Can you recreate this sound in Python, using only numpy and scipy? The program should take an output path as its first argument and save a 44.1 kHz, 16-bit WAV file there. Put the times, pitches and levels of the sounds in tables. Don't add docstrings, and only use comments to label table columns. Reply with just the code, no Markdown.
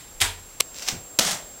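import sys
import numpy as np
from scipy import signal
from scipy.fft import rfft, irfft
from scipy.io import wavfile
from scipy.ndimage import uniform_filter1d

SR = 44100
rng = np.random.default_rng(int(sys.argv[2]) if len(sys.argv) > 2 else 0)


def store_wav(level_fs):
    pcm = np.round(np.clip(np.atleast_2d(level_fs), -1, 1) * 32767)
    wavfile.write(sys.argv[1], SR, pcm.T.astype(np.int16))


N = 70560
T = np.arange(N) / SR
CUTOFF_S = 0.609

# (f/Hz, level/dB)
WALL_COLOUR = [(90, -13), (200, -19.5), (420, -14.5), (560, -16), (780, -12), (960, -6.5), (1150, -12.5),
               (2000, -5), (2500, -5), (3000, -3.5), (3650, -2.5), (4500, -6.5), (5900, -12), (7700, -9),
               (10000, -13.5), (14300, -24.5), (15500, -29)]


def wall_knock():
    # (t/s, rise/s, hold/s, fade/s, level/dB, treble/dB per octave)
    touches = [(0.2026, 0.00057, 0.0078, 0.0041, -26.5, 3.5), (0.2099, 0.00018, 0.00046, 0.0074, -19, 0.5),
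               (0.2130, 0.0014, 0.0029, 0.0036, -13, 1.5), (0.219, 0.0012, 0.0034, 0.0094, -22, -0.5)]
    return contacts(touches, WALL_COLOUR, echo_db=0)


def short_knock():
    # (t/s, rise/s, hold/s, fade/s, level/dB, treble/dB per octave)
    touches = [(0.6003, 0.00065, 0.002, .002, -23, -2.5), (0.6030, 0.0027, 0.0052, 0.0018, -11, 1)]
    # (f/Hz, level/dB)
    spectrum = [(47, -31), (80, -3), (269, -23), (521, 0.5), (903, -19), (1130, -1), (1500, -21),
                (2380, 1.5), (2660, -4), (3620, -2), (5040, -6.5), (6010, -2), (7170, -10.5), (7830, -0.5),
                (9980, -10.5), (10900, -7), (15500, -20)]
    return contacts(touches, spectrum, echo_db=-5.5) * (T < CUTOFF_S)


def swat():
    # (t/s, rise/s, hold/s, fade/s, level/dB, treble/dB per octave)
    touches = [(1.1882, 0.001, 0.0016, 0.00033, -8.5, 1), (1.1915, 0.00038, 0.0021, 0.0017, -11, -1.5),
               (1.1950, 0.0012, 0.00063, 0.00093, -11, 1.5)]
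    # (f/Hz, level/dB)
    spectrum = [(50, -30), (90, -9), (200, -8.5), (550, -3), (850, -8), (1400, -8), (1800, -8.5),
                (3000, -3.5), (4400, -0.5), (6500, -1.5), (8300, -10), (11000, -10), (15500, -21)]
    return contacts(touches, spectrum, echo_db=-5.5)


def hand_crinkle(snap_s=0.00035, echo_db=-5.5):
    # (t/s, level/dB)
    snaps = [(0.745, -31.5), (0.7655, -30.5), (0.786, -25.5), (0.7954, -27), (0.8222, -26)]
    # (t/s, rise/s, hold/s, fade/s, level/dB, treble/dB per octave)
    squeezes = [(0.8222, 0.00032, .001, 0.0087, -30.5, -0.5), (0.8768, .0004, 0.0015, 0.0093, -26, -1),
                (0.8850, 0.00048, 0.0012, 0.00084, -15, -0.5), (0.8875, .001, 0.0026, 0.0042, -21.5, -0.5)]
    # (t/s, level/dB)
    loudness = [(0.735, -57.5), (0.765, -41.5), (0.81, -42), (0.85, -38), (0.875, -33.5), (0.915, -34.5),
                (0.95, -51), (0.99, -82)]
    # (f/Hz, level/dB)
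    spectrum = [(120, -45), (200, -10), (378, -10.5), (488, -7), (607, -14), (742, -4), (940, -10.5),
                (1950, -6), (2800, -1.5), (3070, -4.5), (5800, 1), (9660, -13), (15500, -18)]
    snapping = sum(crush(spectrum, start, snap_s / 2, snap_s / 2, snap_s, db, 0) for start, db in snaps)
    squeezing = contacts(squeezes, spectrum, echo_db)
    return squeezing + room(snapping + rustle(loudness, spectrum), echo_db)


def wall_skid(echo_db=-0.5):
    # (t/s, rise/s, hold/s, fade/s, level/dB, treble/dB per octave)
    grazes = [(1.2088, 0.00046, 0.0087, 0.0074, -24.5, -2.5), (1.2502, .0003, 0.00078, 0.0027, -19, 1.5),
              (1.260, 0.0061, 0.011, 0.017, -25.5, -1), (1.3085, 0.00056, 0.0054, 0.0092, -24, 2),
              (1.326, 0.0012, 0.0045, 0.0076, -33, -4)]
    # (t/s, level/dB)
    loudness = [(1.19, -90), (1.215, -30.5), (1.30, -32.5), (1.345, -46), (1.40, -59.5)]
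    # (f/Hz, level/dB)
    spectrum = [(150, -16.5), (250, -10.5), (380, -20), (620, -3), (1000, -5.5), (1600, -3), (2000, 0.5),
                (2400, -3.5), (3100, 1.5), (6200, 1), (8000, -1.5), (11000, -10), (15500, -18)]
    return contacts(grazes, spectrum, echo_db) + room(rustle(loudness, spectrum), echo_db)


def contacts(touches, spectrum, echo_db, echoes=4):
    direct, *sides = [sum(crush(spectrum, *touch) for touch in touches) for _ in range(echoes + 1)]
    return direct + amp(echo_db) * sum(reflections(side) for side in sides) / np.sqrt(echoes)


def crush(spectrum, start, rise, hold, fade, db, treble_db):
    at = int(start * SR)
    shape = envelope(start, rise, hold, fade)[at:at + SR // 10]
    burst = shape * creases(per_second=8000, spread_db=2.5, size=len(shape))
    crackle = evened(burst) * shape ** 0.25
    sound = levelled(colour(crackle, spectrum, treble_db), shape, db)
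    return np.r_[np.zeros(at), sound, np.zeros(N)][:N]


def rustle(loudness, spectrum):
    gain = amp(np.interp(T, *np.transpose(loudness)))
    return colour(creases(per_second=1700, spread_db=3.5) * gain, spectrum)


def creases(per_second, spread_db, size=N, rubbing=0.58):
    strength = amp(spread_db * np.minimum(rng.exponential(1, size), 3))
    clicks = strength * rng.choice([-1, 1], size) * (rng.random(size) < per_second / SR)
    return unit(unit(clicks) + rubbing * rng.standard_normal(size))


def wall_boom(start_s=0.212, rise_s=0.027):
    # (f/Hz, level/dB, time to fade by 60 dB/s)
    notes = [(87.2, -28, 0.51), (98, -23, 0.18), (35.6, -34, 0.79), (200, -47, 0.21), (421, -43, 0.58)]
    t = np.maximum(T - start_s, 0)
    ringing = sum(amp(db - 60 * t / ring_s) * np.sin(2 * np.pi * hz * t) for hz, db, ring_s in notes)
    return np.minimum(t / rise_s, 1) * ringing


def dull_bumps():
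    # (t/s, rise/s, fade/s, level/dB, f/Hz, width/Hz)
    bumps = [(0.147, 0.014, 0.072, -41.5, 31.2, 12), (0.918, 0.0094, 0.03, -34, 169, 280),
             (0.945, .005, 0.028, -37.5, 120, 130), (1.187, 0.0017, 0.016, -28, 192.5, 83),
             (1.249, 0.01, 0.058, -35.5, 163, 72)]
    out = np.zeros(N)
    for start, rise, fade, db, hz, width_hz in bumps:
        shape = envelope(start, rise, 0, fade)
        out += levelled(shape * band(hz, width_hz), shape, db)
    return out


def room(x, echo_db):
    return x + amp(echo_db) * reflections(x)


def reflections(x, delay_s=0.0023, build_s=0.0057):
    # (f/Hz, time to fade by 60 dB/s)
    ring_times = [(150, 0.5), (500, .5), (1400, 0.31), (3700, 0.3352), (8000, 0.2434), (15000, 0.34)]
    # (f/Hz, level/dB)
    spectrum = [(100, -3), (500, -1), (1500, 0.5), (4000, -7), (8000, 1), (11000, -6), (15000, -1.5)]
    hz, t, noise = signal.stft(rng.standard_normal(SR // 2), SR, nperseg=256)
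    fading = amp(read(spectrum, hz)[:, None] - 60 * t / read(ring_times, hz)[:, None])
    tail = signal.istft(noise * fading, SR, nperseg=256)[1]
    tail *= np.clip((T[:len(tail)] - delay_s) / build_s, 0, 1)
    return signal.fftconvolve(x, tail / np.linalg.norm(tail))[:N]


def steady_hiss(early_db=-47.5, late_db=-46.5):
    # (f/Hz, level/dB)
    early_colour = [(15, -32), (25, 5), (90, -3), (200, -8), (370, -8.5), (520, -8.5), (1170, -13),
                    (2500, -17), (5700, -21), (7500, -14.5), (9000, -19), (15500, -18.5)]
    # (f/Hz, level/dB)
    late_colour = [(15, -25), (25, 4.5), (90, -8.5), (230, -7), (570, -5.5), (720, -9), (2100, -18),
                   (6000, -19.5), (7500, -14), (9000, -21), (15500, -20)]
    early = amp(early_db) * colour(rng.standard_normal(N), early_colour)
    late = amp(late_db) * colour(rng.standard_normal(N), late_colour)
    return np.where(T < CUTOFF_S, early, late)


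def motor_whine(waver_depth=0.04, waver_hz=30.2):
    pitches = [7522, 7494, 6578, 15044, 13184]
    # (early level/dB, late level/dB)
    levels = [(-49, -45), (-64.5, -60.5), (-65, -59), (-74, -59.5), (-77, -69)]
    out = np.zeros(N)
    for hz, (early_db, late_db) in zip(pitches, levels):
        tone = np.sin(2 * np.pi * (hz * T + rng.random()))
        waver = 1 + waver_depth * band(waver_hz, waver_hz)
        out += amp(np.where(T < CUTOFF_S, early_db, late_db)) * unit(tone * waver)
    return out


def hiss_puffs(rise_s=0.0023):
    # (t/s, fade/s, level/dB)
    puffs = [(0.0, 0.054, -48), (0.607, 0.014, -36.5)]
    return sum(amp(db) * envelope(start, rise_s, 0, fade) * colour(rng.standard_normal(N), WALL_COLOUR)
               for start, fade, db in puffs)


def amp(db):
    return 10 ** (np.asarray(db) / 20)


def unit(x):
    return x / np.sqrt(np.mean(x ** 2) + 1e-20)


def read(points, hz):
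    f, value = np.transpose(points)
    return np.interp(np.log(hz + 1), np.log(f + 1), value)


def colour(x, points, treble_db=0):
    hz = np.fft.rfftfreq(4096, 1 / SR)
    gain = unit(amp(read(points, hz) + treble_db * np.log2((hz + 300) / 4000)))
    cepstrum = irfft(np.log(gain + 1e-5))
    fold = np.r_[1, np.full(2047, 2), 1, np.zeros(2047)]
    click_response = irfft(np.exp(rfft(cepstrum * fold)))
    return signal.fftconvolve(x, click_response)[:N]


def band(hz, width_hz):
    f = np.fft.rfftfreq(N, 1 / SR)
    return unit(irfft(rfft(rng.standard_normal(N)) / (1 + (2 * (f - hz) / width_hz) ** 2), N))


def envelope(start, rise, hold, fade):
    t = T - start
    return np.clip(t / rise, 0, 1) * np.exp(-np.maximum(t - rise - hold, 0) / fade)


def levelled(x, shape, db):
    return amp(db) * x * np.linalg.norm(shape) / (np.linalg.norm(x) + 1e-12)


def evened(x, bins=81):
    spectrum = rfft(x, 2 * len(x))
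    power = abs(uniform_filter1d(abs(spectrum) ** 2, bins))
    return irfft(spectrum / np.sqrt(power + 1e-12))[:len(x)]


def scene():
    paper = wall_knock() + short_knock() + swat() + hand_crinkle() + wall_skid()
    thuds = wall_boom() + dull_bumps()
    background = steady_hiss() + motor_whine() + hiss_puffs()
    return (paper + thuds + background)[None]


def record(dry, ceiling=0.85, top_hz=15900):
    rounded = dry / (1 + (dry / ceiling) ** 6) ** (1 / 6)
    low_pass = signal.firwin(511, top_hz, window=("kaiser", 9), fs=SR)
    return signal.oaconvolve(rounded, low_pass[None], "same")


dry = scene()
out = record(dry)
store_wav(out)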